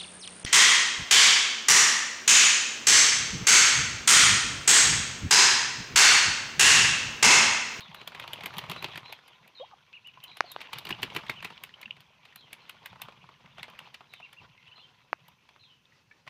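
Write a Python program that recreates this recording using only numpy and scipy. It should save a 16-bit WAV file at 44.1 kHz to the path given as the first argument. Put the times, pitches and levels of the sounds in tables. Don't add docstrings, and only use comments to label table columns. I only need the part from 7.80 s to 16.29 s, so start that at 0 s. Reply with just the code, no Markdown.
import sys
import numpy as np
from scipy import signal
from scipy.fft import rfft, irfft, next_fast_len
from scipy.io import wavfile
from scipy.ndimage import uniform_filter1d, map_coordinates

SR = 44100
rng = np.random.default_rng(int(sys.argv[2]) if len(sys.argv) > 2 else 0)


def convert_level_to_amplitude(level_db):
    exponent = np.asarray(level_db, float) / 20
    return 10 ** exponent


def store_wav(level_fs):
    pcm = np.round(np.clip(np.atleast_2d(level_fs), -1, 1) * 32767)
    wavfile.write(sys.argv[1], SR, pcm.T.astype(np.int16))


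N = 374409
MEAN_FAN_DB = -60.5


def unit(x):
    return x / np.sqrt(np.mean(x ** 2) + 1e-20)


def along(points, hz):
    f, v = np.transpose(points)
    return np.interp(np.log(hz + 1), np.log(f + 1), v)


def curves(rows):
    s, *cols = np.transpose(rows)
    return [np.interp(np.arange(N) / SR, s, c) for c in cols]


def wobble(rate):
    knots = rng.standard_normal(int(N * rate / SR) + 4)
    return map_coordinates(knots, [np.arange(N) * rate / SR])


def add(track, s, x):
    part = track[max(round(s * SR), 0):][:len(x)]
    part += x[:len(part)]


def filtered(x, response):
    m = next_fast_len(N + SR // 2)
    return irfft(rfft(x, m) * response(np.fft.rfftfreq(m, 1 / SR)), m)[:N]


def dull(x):
    return signal.sosfilt(signal.butter(4, 5160, fs=SR, output="sos"), x)


def resonant(x, modes):
    def once(f):
        total = 0
        for k, (centre, width, db) in enumerate(modes):
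            mode = 1j * f * width / (centre * centre - f * f + 1j * f * width)
            total = total + (-1) ** k * convert_level_to_amplitude(db / 2) * mode
        return total

    gain = np.sqrt(np.mean(np.abs(once(np.linspace(0, SR / 2, num=2000))) ** 4))
    return filtered(x, lambda f: once(f) ** 2 / gain)


def rustle(spectrum, grain_db, rate, patchy_db):
    grains = convert_level_to_amplitude(grain_db * wobble(rate)) * rng.standard_normal(N)
    z = signal.stft(grains, nperseg=256)[2]
    field = uniform_filter1d(rng.standard_normal(z.shape), size=4, axis=0)
    field = uniform_filter1d(field, size=9, axis=1)
    patched = signal.istft(z * convert_level_to_amplitude(patchy_db * unit(field)), nperseg=256)[1][:N]
    return unit(filtered(patched, lambda hz: convert_level_to_amplitude(along(spectrum, hz))))


def crackle(spectrum, rate, life_s, spread_db):
    size = convert_level_to_amplitude(spread_db * np.minimum(rng.exponential(size=N), 2.5))
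    struck = (rng.random(N) < rate / SR) * size
    decays = signal.lfilter([1], [1, -np.exp(-1 / (life_s * SR))], struck)
    return unit(filtered(decays * rng.standard_normal(N), lambda hz: convert_level_to_amplitude(along(spectrum, hz))))


# (time [s], stirring of straw and feathers [dB], fanning of air [dB])
WORK = [(0.0, -53.5, -64.5), (0.5, -49, -58), (0.99, -48.5, -52), (1.28, -55, -64), (1.4, -59.5, -73),
        (2.22, -64.5, -72.5), (2.6, -57.5, -70), (3.0, -53.5, -65.5), (3.14, -49.5, -51.5),
        (3.52, -48, -57.5), (3.9, -58.5, -68.5), (4.25, -64, -70.5), (4.8, -59.5, -70),
        (5.32, -58.5, -63.5), (5.5, -63, -66.5), (5.9, -62, -66.5), (6.2, -63, -71), (8.49, -74.5, -73.5)]
# (time [s], length [s], more stirring [dB], more fanning [dB])
FOOT_SHUFFLES = [(0.108, 0.018, 4.5, 2), (1.652, 0.026, 0.5, 7), (2.356, 0.04, 3, 4),
                 (2.968, 0.027, 6.5, 9), (4.17, 0.099, 0.5, 4), (5.13, 0.021, 0, 8), (5.669, 0.034, 7, 6.5),
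                 (5.798, 0.021, 13, 5), (6.636, 0.046, 8, 15), (7.0, 0.3, 3.5, 1), (7.476, 0.068, 6, 5.5),
                 (7.746, 0.069, 6.5, 1.5), (0.786, 0.049, 2, -4), (5.99, 0.13, 8, 2)]


def effort():
    t = np.linspace(0, N / SR, num=2000)
    swells = 0
    for s, length, *more_db in FOOT_SHUFFLES:
        swells = swells + np.outer(more_db, np.exp(-((t - s) / length) ** 2))
    return np.array(curves(WORK)) + curves(np.c_[t, swells.T])


# (frequency [Hz], level per Hz [dB])
STRAW_COLOUR = [(820, -37), (1400, 1.5), (1620, -3), (2250, 2.5), (3250, 2.5), (3620, -2), (5060, -13),
                (6150, -22), (9000, -43.5), (11700, -64.5), (19800, -120)]
# (frequency [Hz], level per Hz [dB])
STALK_COLOUR = [(150, -44.5), (250, -8), (420, -3.5), (750, 0), (980, 5), (1200, 1.5), (1500, -17.5),
                (2100, -50), (3500, -120)]
# (frequency [Hz], level per Hz [dB])
FIZZ_COLOUR = [(3530, -21), (6000, 7.5), (7520, -8), (11000, -7), (12200, -8.5), (14800, -7),
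               (16000, -27.5)]
# (frequency [Hz], level per Hz [dB])
PUSH_COLOUR = [(15, -62), (25, -16.5), (43, -12), (135, 5), (194, 0.5), (259, -7.5), (300, -35.5),
               (390, -49), (660, -120)]


def straw():
    mid_db, air_db = effort()
    mid_db = mid_db + 1.5 * wobble(14) * np.clip((mid_db + 70) / 12, 0, 1)
    low_db = -4 + mid_db.mean() + 1.17 * (mid_db - mid_db.mean())
    stir = np.clip((mid_db + 74.5) / 15, .15, 1) * wobble(40)
    mid = rustle(STRAW_COLOUR, grain_db=2.5, rate=300, patchy_db=3.6)
    mid = mid + .5 * crackle(STRAW_COLOUR, rate=200, life_s=.002, spread_db=2.5)
    low = rustle(STALK_COLOUR, grain_db=2.5, rate=150, patchy_db=3.6)
    low = low + .6 * crackle(STALK_COLOUR, rate=60, life_s=.004, spread_db=3)
    fizz_gain = convert_level_to_amplitude(-82.0) + convert_level_to_amplitude(2.0 * (mid_db + 55.0) - 87.0 + 1.4 * stir)
    fizz = fizz_gain * rustle(FIZZ_COLOUR, grain_db=-1.0, rate=480, patchy_db=1.5)
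    rumble = convert_level_to_amplitude(air_db - 1.0) * rustle(PUSH_COLOUR, grain_db=0.5, rate=15, patchy_db=0.5)
    return convert_level_to_amplitude(mid_db - 3.0 + 1.9 * stir) * mid + convert_level_to_amplitude(low_db - 3.0 + 2.0 * stir) * low + fizz + rumble


# (frequency [Hz], level per Hz [dB])
HUSH_COLOUR = [(150, -31), (250, -9.5), (469, -9), (537, -9), (633, -17.5), (894, -9), (1020, -12.5),
               (4010, -15.5), (5020, -16), (9000, -37.5), (11700, -64), (19800, -120)]


def yard():
    fan_db = 0.53 * (effort()[1] - MEAN_FAN_DB)
    settle_db = -9 * (np.arange(N) > 7.6 * SR)
    low_hum = unit(resonant(rng.standard_normal(N), [(1010, 82, 0)]))
    low_hum = convert_level_to_amplitude(-71.0 + fan_db + settle_db + 3.2 * wobble(9)) * low_hum
    high_hum = unit(resonant(rng.standard_normal(N), [(2620, 220, 0)]))
    high_hum = convert_level_to_amplitude(-79.0 + 3.4 * wobble(4.6)) * high_hum
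    return convert_level_to_amplitude(-71.5) * rustle(HUSH_COLOUR, grain_db=-3.0, rate=20, patchy_db=1.0) + low_hum + high_hum


def whistles(calls, flutter_db, waver):
    out, shake = np.zeros(N), 1 + waver * wobble(200)
    for s, length, start_hz, mid_hz, end_hz, db in calls:
        u = np.linspace(0, 1, int(length * SR))
        hz = 2 * (u - .5) * ((u - 1) * start_hz + u * end_hz) + 4 * u * (1 - u) * mid_hz
        hz = hz * shake[round(s * SR):][:len(u)]
        swell = np.sin(np.pi * u ** .8) ** .35
        add(out, s, convert_level_to_amplitude(db) * swell * np.sin(2 * np.pi * np.cumsum(hz) / SR))
    return out * convert_level_to_amplitude(flutter_db * wobble(260))


# (time [s], length [s], start pitch [Hz], end pitch [Hz], level [dB])
CHICK_CALLS = [(0.0, .08, 4250, 3250, -51), (.15, .07, 4150, 3950, -56), (.96, .04, 4100, 3950, -51),
               (1.24, .07, 4100, 4000, -53), (1.3, .07, 3800, 3100, -55), (1.748, .047, 4250, 3700, -50),
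               (1.79, .045, 2850, 3400, -55), (2.47, .08, 4100, 3950, -56), (2.648, .095, 4750, 3450, -53),
               (4.562, .05, 4200, 3850, -59), (4.6, .05, 3900, 3000, -59), (4.63, .08, 3150, 2700, -64),
               (4.8, .04, 4200, 4000, -66), (1.83, .035, 3300, 2550, -59), (6.29, .05, 4050, 3850, -59),
               (6.36, .05, 3250, 2900, -62), (6.335, .07, 3750, 3550, -64), (6.775, .06, 2130, 2100, -62),
               (6.955, .04, 4100, 4000, -56), (6.99, .07, 3850, 2900, -56), (7.79, .055, 4120, 3850, -60),
               (7.83, .05, 3950, 3050, -59), (7.86, .085, 3550, 2800, -62), (8.125, .04, 1900, 2150, -74),
               (8.08, .12, 1330, 1280, -77)]


def chick():
    sag = .62
    calls = [(s, length, a, a + sag * (b - a), b, db) for s, length, a, b, db in CHICK_CALLS]
    return whistles(calls, flutter_db=5, waver=.028)


# (time [s], peak level [dB], feather hiss [dB], quill ring [Hz])
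FIRST_BOUT = [(.005, -30, -12, 3500), (0.1444, -29, -9, 2850), (0.2737, -25, -9, 3440),
              (0.3474, -26, -36, 2150), (0.3967, -24.5, -17, 2200), (0.476, -27, -22.5, 2830),
              (0.532, -25, -8.5, 3000), (0.607, -27, -31, 2430), (0.636, -25.5, -19.5, 2130),
              (0.6582, -20, -8.5, 2150), (0.7378, -31, -20, 2460), (0.7678, -29, -19, 2890),
              (0.7823, -21, -8.5, 3150), (0.8956, -22.5, -14.5, 2980), (.914, -19.5, -13.5, 2740),
              (1.023, -24, -17, 2530), (1.0431, -17, -25, 2600), (1.156, -24, -27, 1960),
              (1.1756, -22, -17.5, 2440), (1.324, -25.5, -15, 2530), (1.479, -40.5, -8, 2800),
              (1.6754, -42, -11, 2670)]
# (time [s], peak level [dB], feather hiss [dB], quill ring [Hz])
SECOND_BOUT = [(2.27, -43, -10, 2780), (2.4372, -36.5, 2, 3230), (2.5692, -31.5, -11.5, 3100),
               (2.7171, -33.5, -0.5, 3630), (2.805, -29.5, -43, 2820), (2.813, -27, -24, 2600),
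               (2.93, -19, -17, 2900), (2.9835, -24, -8.5, 3640), (3.05, -27.5, -14.5, 2900),
               (3.0688, -23.5, -28.5, 2430), (3.09, -24.5, -11, 1800), (3.1049, -18, -20.5, 2210),
               (3.2184, -29, -18.5, 2450), (3.2296, -14, -18, 2660), (3.3473, -26.5, -12.5, 2780),
               (3.364, -16, -17.5, 2360), (3.4962, -18, -13.5, 2240), (3.6261, -26.5, -22, 1850),
               (3.6464, -19, -14, 2440), (3.775, -56, -41.5, 2740), (3.835, -25.5, -10, 2510),
               (4.013, -38.5, -4, 3220), (4.0278, -37.5, -49, 2100), (4.2036, -41, -10, 3270)]
# (time [s], peak level [dB], feather hiss [dB], quill ring [Hz])
THIRD_BOUT = [(4.451, -35.5, -22, 2440), (4.5262, -50, -38, 1790), (4.558, -33.5, -8, 3050),
              (4.7293, -30.5, -6, 2390), (4.893, -28, -10, 2580), (5.0582, -25.5, -10.5, 2280),
              (5.2164, -25, -10.5, 2970), (5.83, -25, -20, 2270), (5.898, -42, -12, 2620),
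              (5.9886, -30, -20, 2570), (6.0442, -47, -36, 1670), (6.142, -28.5, -21, 2600),
              (6.3361, -30, -17, 2380), (6.5286, -35.5, -13, 2400), (6.877, -45, -43, 2930),
              (7.481, -45, -1.5, 3040), (7.6891, -42, -50.5, 2600), (8.4767, -35, -26, 2550)]
# (time [s], peak level [dB], body level [dB])
FLANK_BRUSHES = [(.213, -33, -8), (0.3188, -37, -3.5), (0.438, -33, -1), (0.578, -52, -17), (.707, -58, 1),
                 (0.8377, -32, -5.5), (0.9611, -28, -6.5), (1.084, -33, -5.5), (1.133, -41, 0),
                 (1.2546, -46, -12), (1.2962, -45, 2), (3.3003, -34, -21), (3.434, -39.5, 1),
                 (3.465, -33, -24), (3.702, -33, -8.5), (4.1662, -39, -9), (5.1281, -45.5, 2),
                 (5.157, -44, -0.5), (5.1986, -55, 11), (5.284, -39.5, 0.5), (5.3224, -41, -5),
                 (5.439, -56.5, 11.5), (5.489, -43, -4.5), (5.7819, -34, -6), (5.8823, -46.5, 7),
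                 (6.206, -43, 0.5), (6.399, -41, -2), (6.9778, -45.5, -3.5), (7.7608, -48, -9),
                 (8.4661, -43, -3)]


def contacts():
    fan_db = 0.85 * (curves(WORK)[1] - MEAN_FAN_DB)
    bouts = [(FIRST_BOUT, -12.5, -24.5), (SECOND_BOUT, -15.5, -20), (THIRD_BOUT, -16.5, -28)]  # body, air dB
    rows = []
    for bout, body_db, air_db in bouts:
        for s, db, hiss_db, hz in bout:
            softer_body_db = body_db - 0.057 * (db + 28.5)
            rows.append((s, db, hiss_db, softer_body_db, air_db + fan_db[round(s * SR)], hz))
    spread = [(0.00058, 0.0013, 0.014, 0.5, 0.5, 0)] * len(rows)
    rows += [(s, db, -41, body_db, -15, 2450) for s, db, body_db in FLANK_BRUSHES]
    spread += [(0.00021, 0.0042, 0.5, 0, 0.5, 180)] * len(FLANK_BRUSHES)
    return rows + spread * rng.uniform(-1.7, 1.7, np.shape(rows))


# (frequency [Hz], width [Hz], level [dB])
QUILL_MODES = [(2600, 4660, 5), (4470, 3040, 9), (6570, 3360, -12.5)]
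# (frequency [Hz], width [Hz], level [dB])
BODY_MODES = [(526, 273, -3), (1060, 840, 6)]
# (frequency [Hz], width [Hz], level [dB])
HISS_MODES = [(6800, 1380, -2.5), (9520, 2500, -0.5), (13900, 5900, -4.5)]
# (frequency [Hz], width [Hz], level [dB])
THUMP_MODES = [(128, 110, 8.5), (426, 142, 9)]
# (time [s], barb pitch [Hz])
BARB_PITCH = [(0.0, 12400), (1.04, 11200), (1.98, 8140), (2.15, 8360), (2.48, 12800), (2.65, 7380),
              (2.67, 10900), (3.07, 13050), (4.4, 9200), (4.42, 12300), (4.99, 9310), (5.01, 13200),
              (5.46, 7900), (5.84, 10900), (7.35, 7510), (7.47, 12500), (7.61, 8210), (8.49, 8430)]


def wings():
    quill, body, hiss, ring, air = np.zeros((5, N))
    t, lead, barbs_hz = np.arange(SR // 8) / SR, SR // 50, curves(BARB_PITCH)[0]
    for s, db, hiss_db, body_db, air_db, hz in contacts():
        white = rng.standard_normal((6, len(t)))
        ragged = convert_level_to_amplitude(4.5 * unit(uniform_filter1d(white[4], size=30)))
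        crack = 1.57 * (1 - np.exp(-t / 0.0016)) * convert_level_to_amplitude(-60 * t / 0.015)
        blow = crack + ragged * convert_level_to_amplitude(-9.5 - 60 * t / 0.054) * (1 - np.exp(-t / 0.0053))
        burst = convert_level_to_amplitude(db) * (blow + ragged * convert_level_to_amplitude(-33.5 - 60 * t / 0.54))
        add(quill, s, convert_level_to_amplitude(-10.5) * burst * white[0])
        add(body, s, convert_level_to_amplitude(body_db + 0.5) * burst * white[1])
        fade = convert_level_to_amplitude(-60 * t / 0.019) + convert_level_to_amplitude(-25.0 - 60 * t / 0.053)
        fray = ragged * (1 - np.exp(-t / 0.00077)) * fade * white[2]
        barb_hz = barbs_hz[round(max(s, 0) * SR)] * rng.uniform(1.0, 1.3)
        fray = fray + 1.93 * signal.lfilter(*signal.iirpeak(barb_hz, 3.5, SR), fray)
        add(hiss, s, convert_level_to_amplitude(db + hiss_db - 10.5) * fray)
        before = t[lead::-1]
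        add(hiss, s - lead / SR, convert_level_to_amplitude(db + hiss_db - 38.5 - 60 * before / 0.04) * white[4, :lead + 1])
        add(quill, s - lead / SR, convert_level_to_amplitude(db - 26.5 - 60 * before / 0.03) * white[5, :lead + 1])
        add(ring, s, convert_level_to_amplitude(5.5) * signal.lfilter(*signal.iirpeak(hz, 3.5, SR), burst * white[3]))
        thump = convert_level_to_amplitude(db + air_db - 3 - 60 * t / 0.06) * (1 - np.exp(-t / 0.00095))
        add(air, s, thump * white[5])
    slaps = resonant(quill, QUILL_MODES) + resonant(body, BODY_MODES)
    return slaps + resonant(hiss, HISS_MODES) + resonant(air, THUMP_MODES) + dull(ring)


# (time [s], level [dB], ring [Hz])
STALK_TICKS = [(0.082, -39, 2840), (0.378, -37, 1080), (0.505, -35, 940), (0.707, -33, 1300),
               (0.79, -22.5, 2770), (0.933, -32, 2620), (1.146, -35, 2450), (1.258, -35, 2450),
               (1.297, -44, 3730), (8.476, -35, 2030), (1.913, -43.5, 1100), (2.13, -42, 2840),
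               (2.34, -47.5, 2680), (2.403, -43, 3070), (2.46, -52, 2630), (2.481, -40, 3980),
               (2.517, -41, 2390), (2.7, -38, 3880), (2.806, -33, 2800), (2.958, -33, 2900),
               (3.053, -30, 2920), (3.107, -21.5, 2390), (3.149, -33, 2760), (3.276, -39, 880),
               (3.302, -35.5, 3160), (3.435, -41, 840), (3.483, -36, 3500), (3.4972, -17.5, 2200),
               (3.605, -33, 2520), (3.653, -26, 2500), (3.713, -44, 905), (3.771, -40, 2260),
               (3.778, -35, 2760), (3.893, -39.5, 1990), (4.017, -38, 3080), (4.031, -30, 2270),
               (4.079, -43, 1830), (4.457, -57, 2500), (4.489, -48, 2500), (4.526, -44, 1860),
               (4.61, -44, 3820), (4.712, -50.5, 2540), (4.73, -32, 2300), (8.477, -45, 3220),
               (4.967, -44.5, 1400), (8.478, -36, 1050), (5.199, -46.5, 1070), (5.52, -48, 990),
               (5.66, -43, 2260), (5.808, -42, 1850), (5.882, -39, 660), (5.904, -45, 1010),
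               (5.952, -42, 2050), (7.484, -44, 990), (6.146, -34, 2710), (6.698, -53, 2900),
               (6.778, -46, 2580), (6.828, -45, 2670), (6.925, -57, 2910), (6.968, -49, 3900)]


def ticks():
    out, t = np.zeros(N), np.arange(SR // 40) / SR
    shape = (1 - np.exp(-t / 0.00066)) * convert_level_to_amplitude(-60 * t / 0.017)
    for s, db, hz in STALK_TICKS:
        white = rng.standard_normal((2, len(t))) * shape
        ring = unit(signal.lfilter(*signal.iirpeak(hz, 9.4, SR), white[0]))
        crack = 0.33 * unit(uniform_filter1d(white[1], size=4))
        add(out, s - .0012, convert_level_to_amplitude(db - 17.5) * (ring + crack))
    return dull(out)


# (time [s], level [dB],
# pitch [Hz])
WING_PUFFS = [(0.1, -45, 166), (0.215, -57, 144), (0.253, -57, 174), (0.533, -50.0, 107), (0.617, -48, 137),
              (0.648, -49, 185), (0.778, -37.5, 171), (0.844, -41, 131), (0.902, -39, 145),
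              (1.028, -47, 167), (1.163, -42, 142), (1.236, -49.5, 138), (1.619, -55, 142),
              (1.903, -63, 137), (2.398, -57, 135), (2.609, -64, 300), (2.768, -58.5, 134),
              (2.966, -45, 127), (3.114, -35.5, 177), (3.236, -42, 177), (3.361, -43, 125),
              (3.507, -43.5, 126), (3.649, -48, 156), (3.715, -52, 196), (4.077, -52.5, 216),
              (4.146, -57, 148), (4.201, -53, 144), (4.565, -63, 196), (4.654, -57, 127), (4.969, -58, 154),
              (5.139, -57, 137), (5.249, -50.5, 139), (5.288, -59, 220), (5.444, -52, 164),
              (5.655, -50.5, 160), (5.815, -50, 156), (5.906, -61, 212), (5.939, -56, 186),
              (6.019, -55, 157), (6.208, -68, 164), (6.64, -56, 130), (6.708, -55, 135), (6.846, -59, 145),
              (6.887, -58, 120), (7.331, -59, 298), (7.422, -56, 135), (7.822, -59, 115),
              (7.875, -64, 133.7), (8.28, -62, 110), (8.478, -54.5, 130)]


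def puffs():
    out, t = np.zeros(N), np.arange(-SR // 20, SR // 20) / SR
    swell = np.exp(-(t / 0.011) ** 2)
    for s, db, hz in WING_PUFFS:
        turn, glide = rng.standard_normal(2)
        cycles = np.sin(2 * np.pi * (hz * t * (1 + 7 * glide * t) + turn))
        add(out, s + t[0], convert_level_to_amplitude(db - 1.5) * swell * cycles)
    return out


# (time [s], peak level [dB], pitch [Hz])
SHARP_SNAPS = [(.4324, -35, 3100), (.587, -33, 700), (.865, -39, 3500), (1.0435, -19, 2000),
               (1.2317, -36, 1300), (1.39, -36, 1800), (1.0446, -16, 3200), (3.0911, -36, 6000),
               (3.4962, -18, 1500), (3.351, -38, 6800), (3.3632, -17, 1870), (3.5435, -42, 3200),
               (5.131, -35, 1000), (5.2, -48, 1300), (5.2865, -38, 478), (5.882, -37, 750),
               (7.762, -42, 1300), (7.972, -59, 2400)]


def snaps():
    out, t = np.zeros(N), np.arange(SR // 50) / SR
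    for s, db, hz in SHARP_SNAPS:
        decay = convert_level_to_amplitude(db + 1 - 60 * t * hz / 5)
        add(out, s, -decay * np.sin(2 * np.pi * hz * t))
    return signal.sosfilt(signal.butter(2, 250, "high", fs=SR, output="sos"), out)


# (time [s], length [s], start pitch [Hz], end pitch [Hz], level [dB])
BOWL_GULPS = [
    (1.799, .053, 530, 1100, -40),
    (1.8, .022, 1050, 1150, -56),
    (1.923, 0.021, 980, 780, -49),
    (1.92, .024, 1250, 1200, -56),
]
# (time [s], length [s], top pitch [Hz], level [dB])
ARCHED_PEEPS = [
    (2.133, 0.048, 2900, -46),
    (2.246, .054, 3000, -47.5),
    (2.43, 0.025, 3080, -43),
    (3.556, 0.048, 3030, -46),
    (6.418, .05, 2800, -47.5),
    (6.565, 0.046, 2840, -49),
]
# (time [s], length [s], top pitch [Hz], level [dB])
EAGER_PEEPS = [
    (6.862, .034, 3000, -52),
    (6.914, .023, 3050, -50),
    (6.99, .021, 3050, -52),
]


def ducklings():
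    calls = []
    for rows, shape in ((ARCHED_PEEPS, (.83, 1, .76)), (EAGER_PEEPS, (.83, .95, 1))):
        for s, length, top_hz, db in rows:
            calls.append((s, length, *(top_hz * np.array(shape)), db))
    for s, length, a, b, db in BOWL_GULPS:
        mid_hz = .87 * min(a, b) + .13 * max(a, b)
        calls.append((s, length, a, mid_hz, b, db))
    return whistles(calls, flutter_db=2.5, waver=.011)


# (time [s], peak level [dB], bubble pitch [Hz], time to fall 60 dB [s])
BOWL_DROPS = [
    (2.373, -40.5, 987, 0.045),
    (2.641, -38.5, 690, 0.06),
    (3.1255, -17, 2880, 0.019),
    (3.939, -34.5, 3000, 0.03),
    (4.057, -25, 2700, 0.018),
    (4.108, -13.5, 2840, 0.0089),
    (8.054, -45.5, 3470, 0.015),
    (8.121, -52, 1890, 0.038),
    (8.312, -44.5, 2240, 0.039),
    (8.311, -48.5, 1710, 0.081),
]


def drops():
    out, t = np.zeros(N), np.arange(SR // 10) / SR
    for s, db, hz, t60 in BOWL_DROPS:
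        shiver = 0.47 * unit(uniform_filter1d(rng.standard_normal(len(t)), size=60))
        envelope = convert_level_to_amplitude(db - 60 * t / t60) * (1 - np.exp(-t / .0006)) ** 2
        add(out, s, envelope * np.sin(2 * np.pi * hz * t * (1 + 1.2 * t) + shiver))
    return dull(out)


# (time [s], peak level [dB], pitch ratio [1], pitch cancelled by the water's mirror [Hz])
BEAK_KNOCKS = [
    (2.605, -1, 1.005, 3320),
    (2.761, -16, 0.76, 2190),
    (7.328, -5.5, 0.82, 3480),
]
# (frequency [Hz], level per Hz [dB])
RIM_COLOUR = [(88, -39), (150, -27), (810, 1), (1400, 4), (1920, 2), (2630, 0), (3310, 0.5), (5200, -14.5),
              (6000, -19), (7000, -33), (8540, -42.5), (10000, -58), (13000, -89), (22000, -120)]


def knocks():
    out, hz = np.zeros(N), np.fft.rfftfreq(2048, 1 / SR)
    for s, db, ratio, notch_hz in BEAK_KNOCKS:
        mirrored = np.abs(1 + .88 * np.exp(1j * np.pi * hz / notch_hz))
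        colour = convert_level_to_amplitude(np.maximum(along(RIM_COLOUR, hz / ratio), -70))
        cepstrum = irfft(np.log(mirrored * colour))
        cepstrum = cepstrum * np.r_[1, np.full(1023, 2), 1, np.zeros(1023)]
        click = irfft(np.exp(rfft(cepstrum)))[:1024]
        click = convert_level_to_amplitude(db - 4.5) * click / np.abs(click).max()
        add(out, s + .002, click)
        add(out, s + .0045, convert_level_to_amplitude(-23) * uniform_filter1d(click, size=9))
    return out


# (frequency [Hz], time to fall 60 dB [s])
SHED_DECAY = [(300, 0.18), (3000, 0.19), (12000, 0.11)]


def shed(x, size=1):
    hz, t, z = signal.stft(rng.standard_normal(SR // 2), SR, nperseg=256)
    fade = convert_level_to_amplitude(-60 * t / (size * along(SHED_DECAY, hz)[:, None]))
    tail = signal.istft(z * fade, SR, nperseg=256)[1]
    return signal.fftconvolve(np.pad(x, (300, 0)), tail / np.linalg.norm(tail))[:N]


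def scene():
    flaps, beak, drip = wings() + ticks() + snaps(), knocks(), drops()
    near, far = ducklings(), chick()
    sent = convert_level_to_amplitude(-17) * flaps + convert_level_to_amplitude(-2) * np.gradient(near)
    sent = sent + convert_level_to_amplitude(-19) * drip + convert_level_to_amplitude(-25) * np.gradient(beak)
    echo = shed(sent)
    far = .75 * far + .52 * shed(far, size=.8) + .52 * shed(far, size=1.8)
    return (flaps + near + drip + far + beak + echo + straw() + puffs() + yard())[None]


def band_limit(x):
    return signal.sosfilt(signal.butter(12, 16810, fs=SR, output="sos"), x)


def record(dry):
    mix = filtered(dry[0], lambda hz: np.where(hz < 15500, 1, convert_level_to_amplitude(-12.0)) * (hz < 16700))[None]
    return band_limit(mix)


dry = scene()
out = record(dry)
store_wav(out)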